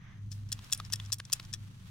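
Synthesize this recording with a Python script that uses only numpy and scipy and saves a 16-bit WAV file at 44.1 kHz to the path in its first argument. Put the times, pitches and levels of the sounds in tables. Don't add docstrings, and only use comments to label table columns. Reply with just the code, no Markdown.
import sys
import numpy as np
from scipy import signal
from scipy.fft import rfft, irfft, next_fast_len
from scipy.io import wavfile
from scipy.ndimage import map_coordinates

SR = 44100
rng = np.random.default_rng(int(sys.argv[2]) if len(sys.argv) > 2 else 0)


def master_out(mix):
    frames = np.transpose(np.atleast_2d(mix))
    ceiling = np.clip(frames, -1, 1)
    pcm = np.round(ceiling * 32767).astype(np.int16)
    wavfile.write(sys.argv[1], SR, pcm)


N = 83790
TIME = np.arange(N) / SR
HALF_EACH_SIDE = np.array([[.5], [-.5]])

def amp(db):
    return 10 ** (np.asarray(db) / 20)

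def decay(t, t60):
    return amp(-60 * np.maximum(t, 0) / t60)

def unit_rms(x):
    return x / np.sqrt(np.mean(x ** 2) + 1e-20)

def unit_hit(x):
    return x / np.sqrt(np.sum(x ** 2) / (.003 * SR) + 1e-20)

def at_hz(points, hz):
    frequencies, values = np.transpose(points)
    return np.interp(np.log(hz + 1), np.log(frequencies + 1), values)

def envelope(points):
    return np.interp(TIME, *np.transpose(points))

def wobble(per_s):
    return map_coordinates(rng.standard_normal(1000), [TIME * per_s], mode="wrap")

def filtered(x, response):
    n = x.shape[-1]
    padded = next_fast_len(n + 4096)
    return irfft(rfft(x, padded) * response(np.fft.rfftfreq(padded, 1 / SR)), padded)[..., :n]

def coloured(x, spectrum):
    return unit_rms(filtered(x, lambda hz: amp(at_hz(spectrum, hz))))

def stereo(mid, side, side_db):
    return unit_rms(np.array([mid + amp(side_db) * side, mid - amp(side_db) * side]))

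def noise(spectrum, side_db):
    return coloured(stereo(*rng.standard_normal((2, N)), side_db), spectrum)

def place(out, start_s, x, pan_db):
    part = out[:, round(start_s * SR):][:, :len(x)]
    part += amp(pan_db * HALF_EACH_SIDE) * x[:part.shape[1]]

# (time [s], level [dB])
HUM_ENVELOPE = [(0, -62), (.13, -53), (.24, -42), (.45, -42.5), (.56, -46), (.66, -61.5), (.78, -52),
                (.95, -44), (1.08, -42), (1.2, -51), (1.33, -62.5), (1.48, -51.5), (1.62, -44.5),
                (1.78, -55.5), (1.9, -50)]
# (frequency [Hz], relative level [dB])
RUMBLE_SPECTRUM = [(15, -3), (35, -0.5), (80, 0.5), (140, -1), (185, -0.5), (230, -11), (310, -20),
                   (450, -31), (800, -44), (2000, -89)]
def distant_hum(hum_hz=101.7, drone_hz=127, rumble_share=.34):
    hum_db = envelope(HUM_ENVELOPE)
    hum = amp(hum_db) * np.sin(2 * np.pi * hum_hz * TIME + .12 * wobble(4.94))
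    drone = amp(-59 + 3 * wobble(4.4)) * np.sin(2 * np.pi * drone_hz * TIME + .15 * wobble(5.1))
    rumble_db = -51.5 + rumble_share * (hum_db - hum_db.mean()) + 1.2 * wobble(5.1)
    return np.sqrt(2) * (hum + drone) + amp(rumble_db) * noise(RUMBLE_SPECTRUM, side_db=-10.5)

# (frequency [Hz], relative level [dB])
AIR_SPECTRUM = [(200, 34), (500, 3), (1100, 18.5), (2000, -43), (3300, -11), (4500, -28.5), (6000, 17.5),
                (8000, -7.5), (16000, -7.5)]
def air():
    return amp(-67) * noise(AIR_SPECTRUM, side_db=-5)

# (frequency [Hz], relative level [dB])
SWISH_SPECTRUM = [(400, -22), (1100, -9), (1450, -9), (1900, -3.5), (2700, -15.5), (3400, -14), (4500, -26),
                  (6200, -22), (8000, -54)]
def swish(peak_s=.085, width_s=.079):
    swell = np.exp(-((TIME - peak_s) / width_s) ** 2 / 2)
    return amp(-60.5) * swell * noise(SWISH_SPECTRUM, side_db=-1.5)

# (time [s], level [dB])
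COAT_ENVELOPE = [(0, -80), (.3, -70), (.36, -66.5), (.47, -65.5), (.57, -59), (.68, -57.5), (.78, -58),
                 (.85, -59.5), (.96, -58.5), (1.06, -57.5), (1.17, -69), (1.36, -58), (1.5, -61),
                 (1.68, -63.5), (1.74, -66), (1.78, -61.5), (1.9, -63.5)]
# (frequency [Hz], relative level [dB])
COAT_SPECTRUM = [(300, -4), (700, -3), (1200, 2.5), (2200, 0), (3400, 1), (6000, -5), (9000, -8),
                 (12000, -12), (16000, -16.5)]
def coat(grains_per_s=710, swing_hz=9.93, swing_peak_s=.654, swing_db=1):
    grains = (rng.random((2, N)) < grains_per_s / SR) * rng.choice([-1, 1], (2, N))
    grain_db = -.5 * np.minimum(rng.exponential(size=(2, N)), 4)
    crackle = coloured(stereo(*(grains * amp(grain_db)), side_db=0), COAT_SPECTRUM)
    rustle = unit_rms(noise(COAT_SPECTRUM, side_db=0) + amp(1.5) * crackle)
    swing = np.cos(2 * np.pi * swing_hz * (TIME - swing_peak_s))
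    return rustle * amp(envelope(COAT_ENVELOPE) + swing_db * swing + 1.5 * wobble(60.1))

# (frequency [Hz], relative level [dB])
STRAP_SPECTRUM = [(500, -39), (2500, -2), (5000, 7), (7500, 3), (10000, 0), (16000, -4)]
def straps(peak_s=.315, rise_s=.004, t60=.24):
    t = TIME - peak_s
    rise = np.exp(np.minimum(t, 0) / rise_s)
    return amp(-54.5) * rise * decay(t, t60) * noise(STRAP_SPECTRUM, side_db=0)

# (frequency [Hz], relative level [dB], 60 dB decay time [s])
STEEL_MODES = [(1535, -19, 0.013), (1778, -21, 0.038), (2596, -18.5, 0.028), (3387, -8.5, 0.025),
               (4000, -10.5, 0.017), (5060, -2.5, 0.013), (5640, 2, 0.012), (6040, -7, 0.014),
               (7025, -1.5, 0.008), (8730, -3.5, 0.0086), (9500, -8.5, 0.01), (11300, -16, .005),
               (14300, -20, 0.0077), (15000, -30, 0.0063)]
def steel_ring(t, scatter_db=1.5, detune=.015):
    hz, db, t60 = np.transpose(STEEL_MODES)[:, :, None]
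    gain, tuning, phase = rng.standard_normal((3, len(hz), 1))
    modes = np.sin(2 * np.pi * (hz * (1 + detune * tuning) * t + phase))
    return np.sum(amp(db + scatter_db * gain) * decay(t, t60) * modes, axis=0)

# (frequency [Hz], relative level [dB])
CRACK_SPECTRUM = [(300, -37), (900, -8.5), (1400, -11), (2200, -20), (3400, -2.5), (5600, -3), (8600, -2),
                  (10500, -13), (13500, -6.5), (16000, -12.5)]
def clack(chatter_s=.0024, jangle_t60=.031, crack_t60=.006):
    t = np.arange(SR // 12) / SR
    ring = steel_ring(t)
    crack_noise, chatter_noise, jangle_noise = rng.standard_normal((3, len(t)))
    impulse = unit_hit(1. * (t == 0))
    chatter = amp(3) * unit_hit(chatter_noise * (t < chatter_s))
    jangle = amp(-9) * unit_hit(jangle_noise * decay(t, jangle_t60))
    force = unit_hit(impulse + chatter) + jangle
    ringing = unit_hit(signal.fftconvolve(force, ring)[:len(t)])
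    crack = unit_hit(crack_noise * decay(t - chatter_s, crack_t60)) + jangle
    return ringing + amp(-3) * unit_hit(coloured(crack, CRACK_SPECTRUM))

# (time [s], relative level [dB], left minus right [dB], relative treble [dB])
CONTACTS = [(0.3171, -46, 5.5, -18), (0.3204, -48.5, 9, -21), (0.3262, -48, 8, -31),
            (0.4888, -55.5, -3, -18), (0.5186, -34.5, 6, -11), (0.525, -31, 0, -4), (0.5274, -32, 4, -6),
            (0.6442, -52.5, 7, -5), (0.7073, -55.5, 3, 6), (0.719, -40, 3, -13), (0.725, -24, 7.5, -10.5),
            (0.732, -24, 1, -0.5), (0.7464, -37.5, 2, -2), (0.7756, -48, 3, 7), (0.8496, -48, 6.5, -27),
            (0.8614, -56, 3, -30), (0.9237, -35.5, 9, -14), (0.9293, -32, 5.5, 0), (0.9347, -25, 4, -9),
            (0.9575, -41, 4, -5), (1.0493, -53, 6, -37), (1.0604, -51, 7, -34), (1.1204, -34.5, 15.5, -14),
            (1.1265, -27, 8.5, -7), (1.1317, -28.5, -3.5, -2.5), (1.1414, -38, 2, 5),
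            (1.1841, -49.5, -2, 0), (1.2513, -46, 4, -20), (1.321, -38, 4, -14), (1.3279, -24, 7, 0),
            (1.3323, -21.5, 2, -2.5), (1.3764, -67, 0, -17), (1.4283, -58, 5, -23), (1.45, -51.5, 3, -19),
            (1.529, -41.5, 10, -21), (1.537, -32, 5.5, -13), (1.5451, -42.5, 5, -11)]
# (frequency [Hz], left minus right [dB])
FITTING_BALANCE = [(1200, -3), (2000, -4), (3300, -6), (4300, -1), (5500, 3), (7000, -1), (9000, -4),
                   (15000, -4)]
def fittings(bass_cut_hz=1250, crossover_hz=7500):
    out = np.zeros((2, N))
    bass_cut = signal.butter(4, bass_cut_hz, "high", fs=SR, output="sos")
    crossover = [signal.butter(4, crossover_hz, kind, fs=SR, output="sos") for kind in ("low", "high")]
    for start_s, level_db, pan_db, treble_db in CONTACTS:
        thin = signal.sosfilt(bass_cut, clack())
        mids, treble = [unit_hit(signal.sosfilt(band, thin)) for band in crossover]
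        hit = unit_hit(mids + amp(treble_db + 2) * treble)
        place(out, start_s, amp(level_db + 1.5) * hit, pan_db)
    return filtered(out, lambda hz: amp(at_hz(FITTING_BALANCE, hz) * HALF_EACH_SIDE))

# (time [s], relative level [dB], pitch of the low pop or high buckle ring [Hz],
# that tone over the slap [dB], left minus right [dB])
EAR_FLAPS = [(0.5911, -47, 1150, -11.5, 3), (0.6992, -51.5, 1120, -3.5, -1), (0.8003, -35, 1233, 3, 1.5),
             (.9015, -49.5, 1040, -6, 1), (0.9996, -37.5, 3440, 3.5, 0.5), (1.102, -51, 1120, 1, 2),
             (1.2003, -36.5, 1620, -4.5, 1), (1.2994, -49.5, 1130, -6, 5.5), (1.3987, -39, 4150, -7, 1.5)]
# (frequency [Hz], relative level [dB])
SLAP_SPECTRUM = [(200, 3), (600, -13.5), (1050, 3.5), (1700, 0), (2600, 0.5), (3700, 3), (5200, -2),
                 (7000, -8), (10000, -16), (16000, -23)]
def ears(brush_rise_s=.0022, slap_t60=.012, tone_rise_s=.0004, tone_t60=.013):
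    out, lead = np.zeros((2, N)), SR // 100
    t = np.arange(-lead, SR // 20) / SR
    after = np.maximum(t, 0)
    slap_shape = np.where(t < 0, amp(-11) * np.exp(-abs(t) / brush_rise_s), decay(t, slap_t60))
    tone_shape = (1 - np.exp(-after / tone_rise_s)) * decay(t, tone_t60)
    for impact_s, level_db, tone_hz, tone_db, pan_db in EAR_FLAPS:
        slap = unit_hit(coloured(slap_shape * rng.standard_normal(len(t)), SLAP_SPECTRUM))
        tone = unit_hit(tone_shape * np.sin(2 * np.pi * tone_hz * after))
        flap = unit_hit(slap + amp(tone_db) * tone)
        place(out, impact_s - lead / SR, amp(level_db + .5) * flap, pan_db)
    return out

# (time [s], level [dB])
TAG_PINGS = [(.776, -45.5), (1.1855, -50)]
def tag(mode_hz=9400, t60=.064):
    out, t = np.zeros((2, N)), np.arange(SR // 5) / SR
    ping = decay(t, t60) * np.sin(2 * np.pi * mode_hz * t)
    for start_s, level_db in TAG_PINGS:
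        place(out, start_s, amp(level_db) * ping, pan_db=-2)
    return out

# (frequency [Hz], phase [rad])
PORT_LEAD = [(100, 0), (1200, .8), (2500, 1.0), (5000, 1.1), (9000, 1.4), (16000, 1.55)]
def microphone_ports(x):
    return filtered(x, lambda hz: np.exp(1j * at_hz(PORT_LEAD, hz) * HALF_EACH_SIDE))

def yard(x, t60=.1):
    t = np.arange(SR // 3) / SR
    tail = rng.standard_normal((2, len(t))) * decay(t, t60)
    return amp(-22) * signal.fftconvolve(x, tail / np.linalg.norm(tail[0]), axes=1)[:, :N]

def scene():
    impacts = microphone_ports(fittings() + ears() + tag())
    return impacts + yard(impacts) + coat() + straps() + swish() + distant_hum() + air()

def record(dry, cutoff_hz=16100):
    return filtered(dry, lambda hz: 1 / np.sqrt(1 + (hz / cutoff_hz) ** 160))

dry = scene()
out = record(dry)
master_out(out)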